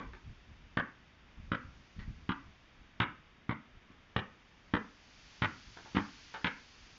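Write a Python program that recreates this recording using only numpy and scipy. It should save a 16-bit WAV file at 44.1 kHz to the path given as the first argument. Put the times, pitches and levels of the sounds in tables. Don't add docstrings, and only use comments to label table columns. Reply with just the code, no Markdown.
import sys
import numpy as np
from scipy import signal
from scipy.fft import rfft, irfft, next_fast_len
from scipy.io import wavfile

SR = 44100
rng = np.random.default_rng(int(sys.argv[2]) if len(sys.argv) > 2 else 0)


def file_out(sig):
    cols = np.atleast_2d(sig).T
    lim = np.clip(cols, -1, 1)
    pcm = np.round(lim * 32767).astype(np.int16)
    wavfile.write(sys.argv[1], SR, pcm)


N = 307805
AGE = np.arange(int(SR * .5)) / SR


def from_db(db):
    return 10 ** (np.asarray(db) / 20)


def size_of(x):
    return np.sqrt(np.sum(x ** 2) / (SR * .01))


def unit_hit(x):
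    return x / (size_of(x) + 1e-20)


def colour(x, points, tilt_db=0):
    size = 2 * next_fast_len(len(x))
    octave = np.log2(np.maximum(np.fft.rfftfreq(size, 1 / SR), 10))
    hz, db = np.transpose(points)
    curve_db = np.interp(octave, np.log2(hz), db)
    tilt_curve_db = tilt_db * np.clip(octave - np.log2(1500), -1, 1)
    cepstrum = irfft(np.log(from_db(curve_db + tilt_curve_db)))[:size // 2]
    cepstrum[1:] *= 2
    response = np.exp(rfft(cepstrum, size))
    return irfft(rfft(x, size) * response)[:len(x)]


def crest(x, hz, width_octaves, lift_db):
    return colour(x, [(hz / 2 ** width_octaves, 0), (hz, lift_db), (hz * 2 ** width_octaves, 0)])


def noise(spectrum):
    x = colour(rng.standard_normal(N), spectrum)
    return x / np.sqrt(np.mean(x ** 2) + 1e-20)


def add(out, sound, s):
    at = round(s * SR)
    lo, hi = max(at, 0), min(at + len(sound), N)
    out[lo:hi] += sound[lo - at:hi - at]


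def ring(hz, t60):
    return np.sin(2 * np.pi * hz * AGE) * from_db(-60 * AGE / t60)


def thump(hz, t60, shell_ratio=1.446, shell_db=-8, shell_t60=0.056, squash_hz=98, squash_db=-7, squash_t60=0.041):
    # (f/Hz, gain/dB)
    contact_rounding = [(40, -8.5), (90, 5.5), (180, -2), (300, 2), (400, -3), (550, -12), (800, -30),
                        (2000, -47)]
    modes = [(hz, 0, t60), (hz * shell_ratio, shell_db, shell_t60), (squash_hz, squash_db, squash_t60)]
    motion = sum(from_db(db) * ring(f, decay) / f for f, db, decay in modes)
    velocity = np.diff(motion, prepend=0)
    return unit_hit(colour(velocity, contact_rounding))


def patter(spread_hz, count):
    pole = np.exp(-np.pi * spread_hz / SR)
    pitches_hz = rng.uniform(600, 5000, count)
    turns = -2 * pole * np.cos(2 * np.pi * pitches_hz / SR)
    sections = [[pole ** 2, turn, 1, 1, turn, pole ** 2] for turn in turns]
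    click = signal.unit_impulse(len(AGE)) + 1e-18
    return signal.sosfilt(sections, click)


def grit_burst(rise_s, decay_s):
    return rng.standard_normal(len(AGE)) * (1 - np.exp(-AGE / rise_s)) * np.exp(-AGE / decay_s)


def cavity_ring(bright_db):
    # (f/Hz, relative level/dB, t60/s)
    air_modes = [(890, -3.5, 0.11), (1134, -4, 0.052), (1495, -2, 0.18), (1990, -1.5, 0.1),
                 (1980, 1.5, 0.066), (2160, -12.5, 0.14), (2932, 4.5, 0.043), (3060, -12.5, 0.042)]
    strengths_db = rng.normal(0, 2.3, len(air_modes))
    ping = sum(from_db(db + own) * ring(f, t60) for (f, db, t60), own in zip(air_modes, strengths_db))
    return unit_hit(colour(ping, [(700, 0), (4000, 0)], bright_db))


def slap(hz, lift_db, bright_db, grit_db=-5, cavity_db=-13):
    # (f/Hz, relative level/dB per Hz)
    skin_colour = [(200, -14.5), (480, -3), (680, -11.5), (950, -4), (1500, 0), (1900, -1.5), (2600, -8.5),
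                   (3100, -6.5), (3800, -12), (4200, -22), (5500, -32.5), (7400, -49.5)]
    grit = unit_hit(grit_burst(rise_s=0.0015, decay_s=0.0017))
    contact = unit_hit(patter(spread_hz=516, count=14)) + from_db(grit_db) * grit
    coloured = colour(contact, skin_colour, bright_db)
    smack = unit_hit(crest(coloured, hz, width_octaves=0.31, lift_db=lift_db))
    return smack + from_db(cavity_db) * cavity_ring(bright_db)


def through(x, response):
    return signal.fftconvolve(x, response)[:len(x)]


def scattered(x, response):
    return unit_hit(through(x, response)) * size_of(x)


def many_paths(delay_s, rise_s, t60):
    early, late = np.minimum(AGE - delay_s, 0), np.maximum(AGE - delay_s, 0)
    envelope = np.exp(-.5 * (early / rise_s) ** 2 - np.log(1000) * late / t60)
    return rng.standard_normal(len(AGE)) * envelope


def hard_echoes(corner_s, corner_db, wander_s):
    # (delay/s, relative level of the slap/dB, level of the thump/dB)
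    surfaces = [(.0045, -9, -18.5), (0.0107, -13.5, -14), (0.0162, -9.5, -6), (0.0273, -9, -18.5),
                (0.034, -17.5, -15)]
    low_paths, high_paths = np.zeros((2, len(AGE)))
    for delay, high_db, low_db in surfaces:
        at = round(abs(delay + rng.normal(0, wander_s)) * SR)
        low_paths[at], high_paths[at] = from_db(low_db), from_db(high_db)
    high_paths[round(corner_s * SR)] += from_db(corner_db)
    return low_paths, high_paths


def fence_paths():
    # (delay of the peak/s, relative level/dB, t60/s)
    fences = [(0.0115, -1, 0.12), (.035, 0, 0.031)]
    # (f/Hz, relative level/dB)
    rib_colour = [(110, -3), (200, 3.5), (330, 3.5), (600, 2.5), (1500, -1), (2600, 0), (4500, -6.5)]
    paths = sum(from_db(db) * many_paths(delay, rise_s=0.0053, t60=t60) for delay, db, t60 in fences)
    return colour(paths, rib_colour)


def house_paths():
    # (f/Hz, relative level/dB)
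    wash_colour = [(60, -8), (130, -3.5), (260, 8), (600, -4.5), (1400, -1.5), (2600, -3.5), (4000, -19.5),
                   (7400, -22.5)]
    return colour(many_paths(delay_s=0.049, rise_s=0.0098, t60=.33), wash_colour)


def yard(low, high, fence_db, corner_s, corner_db=-5, ribs_db=-2, low_ribs_db=-11, wash_db=-8.0,
         low_wash_db=-13, wander_s=0.00027):
    low_paths, high_paths = hard_echoes(corner_s, corner_db, wander_s)
    ribs, houses = fence_paths(), house_paths()
    low_return = through(low, low_paths) + from_db(low_ribs_db) * scattered(low, ribs)
    high_return = through(high, high_paths) + from_db(ribs_db) * scattered(high, ribs)
    high_return = from_db(fence_db) * size_of(high) * unit_hit(high_return)
    low_wash = from_db(low_wash_db) * scattered(low, houses)
    high_wash = from_db(wash_db + fence_db / 2) * scattered(high, houses)
    return low + high + low_return + high_return + low_wash + high_wash


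def dribble():
    # (t/s, thump level/dB, thump f/Hz, thump t60/s, slap level/dB before the air's ring, slap f/Hz,
    # lift there/dB, brightness/dB per octave, return over the slap/dB, corner echo delay/s)
    bounces = [(-.04, -32.5, 165, 0.038, -31.5, 1130, 4.5, -2.5, -2, .033),
               (0.7708, -30.5, 155, 0.044, -29.5, 1720, 7, -3, 1, .026),
               (1.517, -30, 163.2, 0.034, -32.5, 1320, 12, -5, 1.5, 0.031),
               (2.2914, -29.5, 179, 0.043, -35, 1080, 5, -5, 2.5, 0.026),
               (3.0008, -29.5, 116, 0.043, -27.5, 1115, 5.5, -1, .5, 0.018),
               (3.4924, -29, 149, 0.039, -37, 1983, 8, -6.5, 4, 0.019),
               (4.1628, -28.5, 133, 0.031, -30.5, 1150, 5, -4, -1.5, 0.026),
               (4.7368, -25.5, 206, 0.041, -30.5, 1401, 3.5, -5, 2.5, .013),
               (5.4195, -28, 113.9, 0.04, -32, 1130, 3.5, -1.5, 6.5, .0242),
               (5.9475, -32, 190, 0.09, -47, 1195, 5, -.5, 14.5, .017),
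               (5.9682, -25, 198, 0.05, -31, 1260, 6, -5, -1, .012),
               (6.444, -33, 183, 0.043, -30, 1570, 4.5, 1.5, 2, 0.024)]
    out = np.zeros(N)
    for bounce in bounces:
        s, thump_db, thump_hz, thump_t60 = bounce[:4]
        slap_db, slap_hz, lift_db, bright_db, fence_db, corner_s = bounce[4:]
        low = from_db(thump_db) * thump(thump_hz, thump_t60)
        high = from_db(slap_db) * slap(slap_hz, lift_db, bright_db)
        add(out, yard(low, high, fence_db, corner_s), s)
    return out


def town():
    # (f/Hz, relative level/dB per Hz)
    town_colour = [(20, -5.5), (60, 1), (120, 1), (250, 1), (450, -6.5), (800, -6.5), (1450, -5.5),
                   (2200, -5.5), (3200, -10), (3800, -12.5), (4300, -46), (7400, -40.5)]
    return from_db(-63.5) * noise(town_colour)


def thin_hiss(whole_over_treble_db=5.5):
    # (f/Hz, relative level/dB per Hz)
    hiss_colour = [(500, -11.5), (1500, -2), (2500, 1), (3500, 0.5), (4000, -2.5), (4500, 1.5),
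                   (5500, -1.5), (6700, -6), (7400, -20)]
    # (t/s, level/dB)
    treble_level = [(0.0, -76.5), (1.16, -80.5), (1.92, -75), (3.46, -82.5), (4.65, -77.5), (5.31, -66),
                    (6.28, -63.5), (6.47, -67.5), (6.98, -67)]
    times, levels_db = np.transpose(treble_level)
    treble_db = np.interp(np.arange(N) / SR, times, levels_db)
    return from_db(treble_db + whole_over_treble_db) * noise(hiss_colour)


def drift(rate_hz):
    knots = rng.standard_normal(N // 100)
    return np.interp(np.arange(N) / SR * rate_hz * 2, np.arange(len(knots)), knots)


def breeze(light_air_db=-66, swing_db=2, swing_hz=3.3):
    # (f/Hz, relative level/dB per Hz)
    buffet_colour = [(15, -10), (33, 5), (52, 1.5), (80, 0.5), (140, -8), (230, -11.5), (400, -30.5),
                     (1000, -61.5)]
    # (t of the peak/s, level/dB, length/s)
    eddies = [(.09, -51, 0.1), (0.292, -44, 0.058), (0.511, -51.5, .04), (0.622, -58.5, 0.16),
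              (1.392, -45.5, 0.023), (1.472, -51, 0.11), (1.675, -48, 0.052), (1.788, -55, .05),
              (1.997, -42, 0.046), (2.09, -39, 0.05), (2.2, -50.5, 0.079), (2.479, -51, 0.045),
              (2.806, -52, .03), (3.768, -54.5, 0.028), (5.689, -54, 0.052)]
    t = np.arange(N) / SR
    power = from_db(light_air_db + swing_db * drift(swing_hz)) ** 2
    for s, db, length_s in eddies:
        power = power + from_db(db) ** 2 * np.exp(-(2 * (t - s) / length_s) ** 2)
    return np.sqrt(power) * noise(buffet_colour)


def shoes(grain_db=4.5):
    # (t/s, thud level/dB, scuff level/dB, scuff f/Hz, time constant of the roll/s,
    # brightness/dB per octave)
    steps = [(.132, -62, -51.5, 1630, 0.0015, -2.5), (1.988, -51.5, -52, 1964, 0.0038, 5),
             (3.902, -53, -64.5, 1402, 0.005, -2), (5.767, -55, -50, 1600, 0.0019, -0.5),
             (5.847, -57, -54, 883, 0.0043, -2), (6.339, -59, -41, 1537, 0.0037, -0.5)]
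    # (f/Hz, relative level/dB per Hz)
    sole_colour = [(150, -12), (400, -1.5), (600, -5.5), (950, 0.5), (1900, -3.5), (2600, -9.5),
                   (4000, -12.5), (5000, -23), (7400, -41)]
    out = np.zeros(N)
    for s, thud_db, scuff_db, hz, roll_s, bright_db in steps:
        press = AGE ** 2 * np.exp(-AGE / roll_s)
        grains = rng.standard_normal(len(AGE)) * from_db(grain_db * rng.exponential(1, len(AGE)))
        coloured = colour(grains * press, sole_colour, bright_db)
        scuff = from_db(scuff_db) * unit_hit(crest(coloured, hz, width_octaves=0.4, lift_db=7))
        thud = from_db(thud_db) * thump(hz=144.0, t60=.04)
        add(out, yard(thud, scuff, fence_db=1, corner_s=0.016), s)
    return out


def scene():
    return (dribble() + town() + thin_hiss() + breeze() + shoes())[None]


def record(dry):
    cutoff_hz, ripple_db, stop_db = 7400, .2, 80
    return signal.sosfilt(signal.ellip(10, ripple_db, stop_db, cutoff_hz, fs=SR, output="sos"), dry)


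dry = scene()
out = record(dry)
file_out(out)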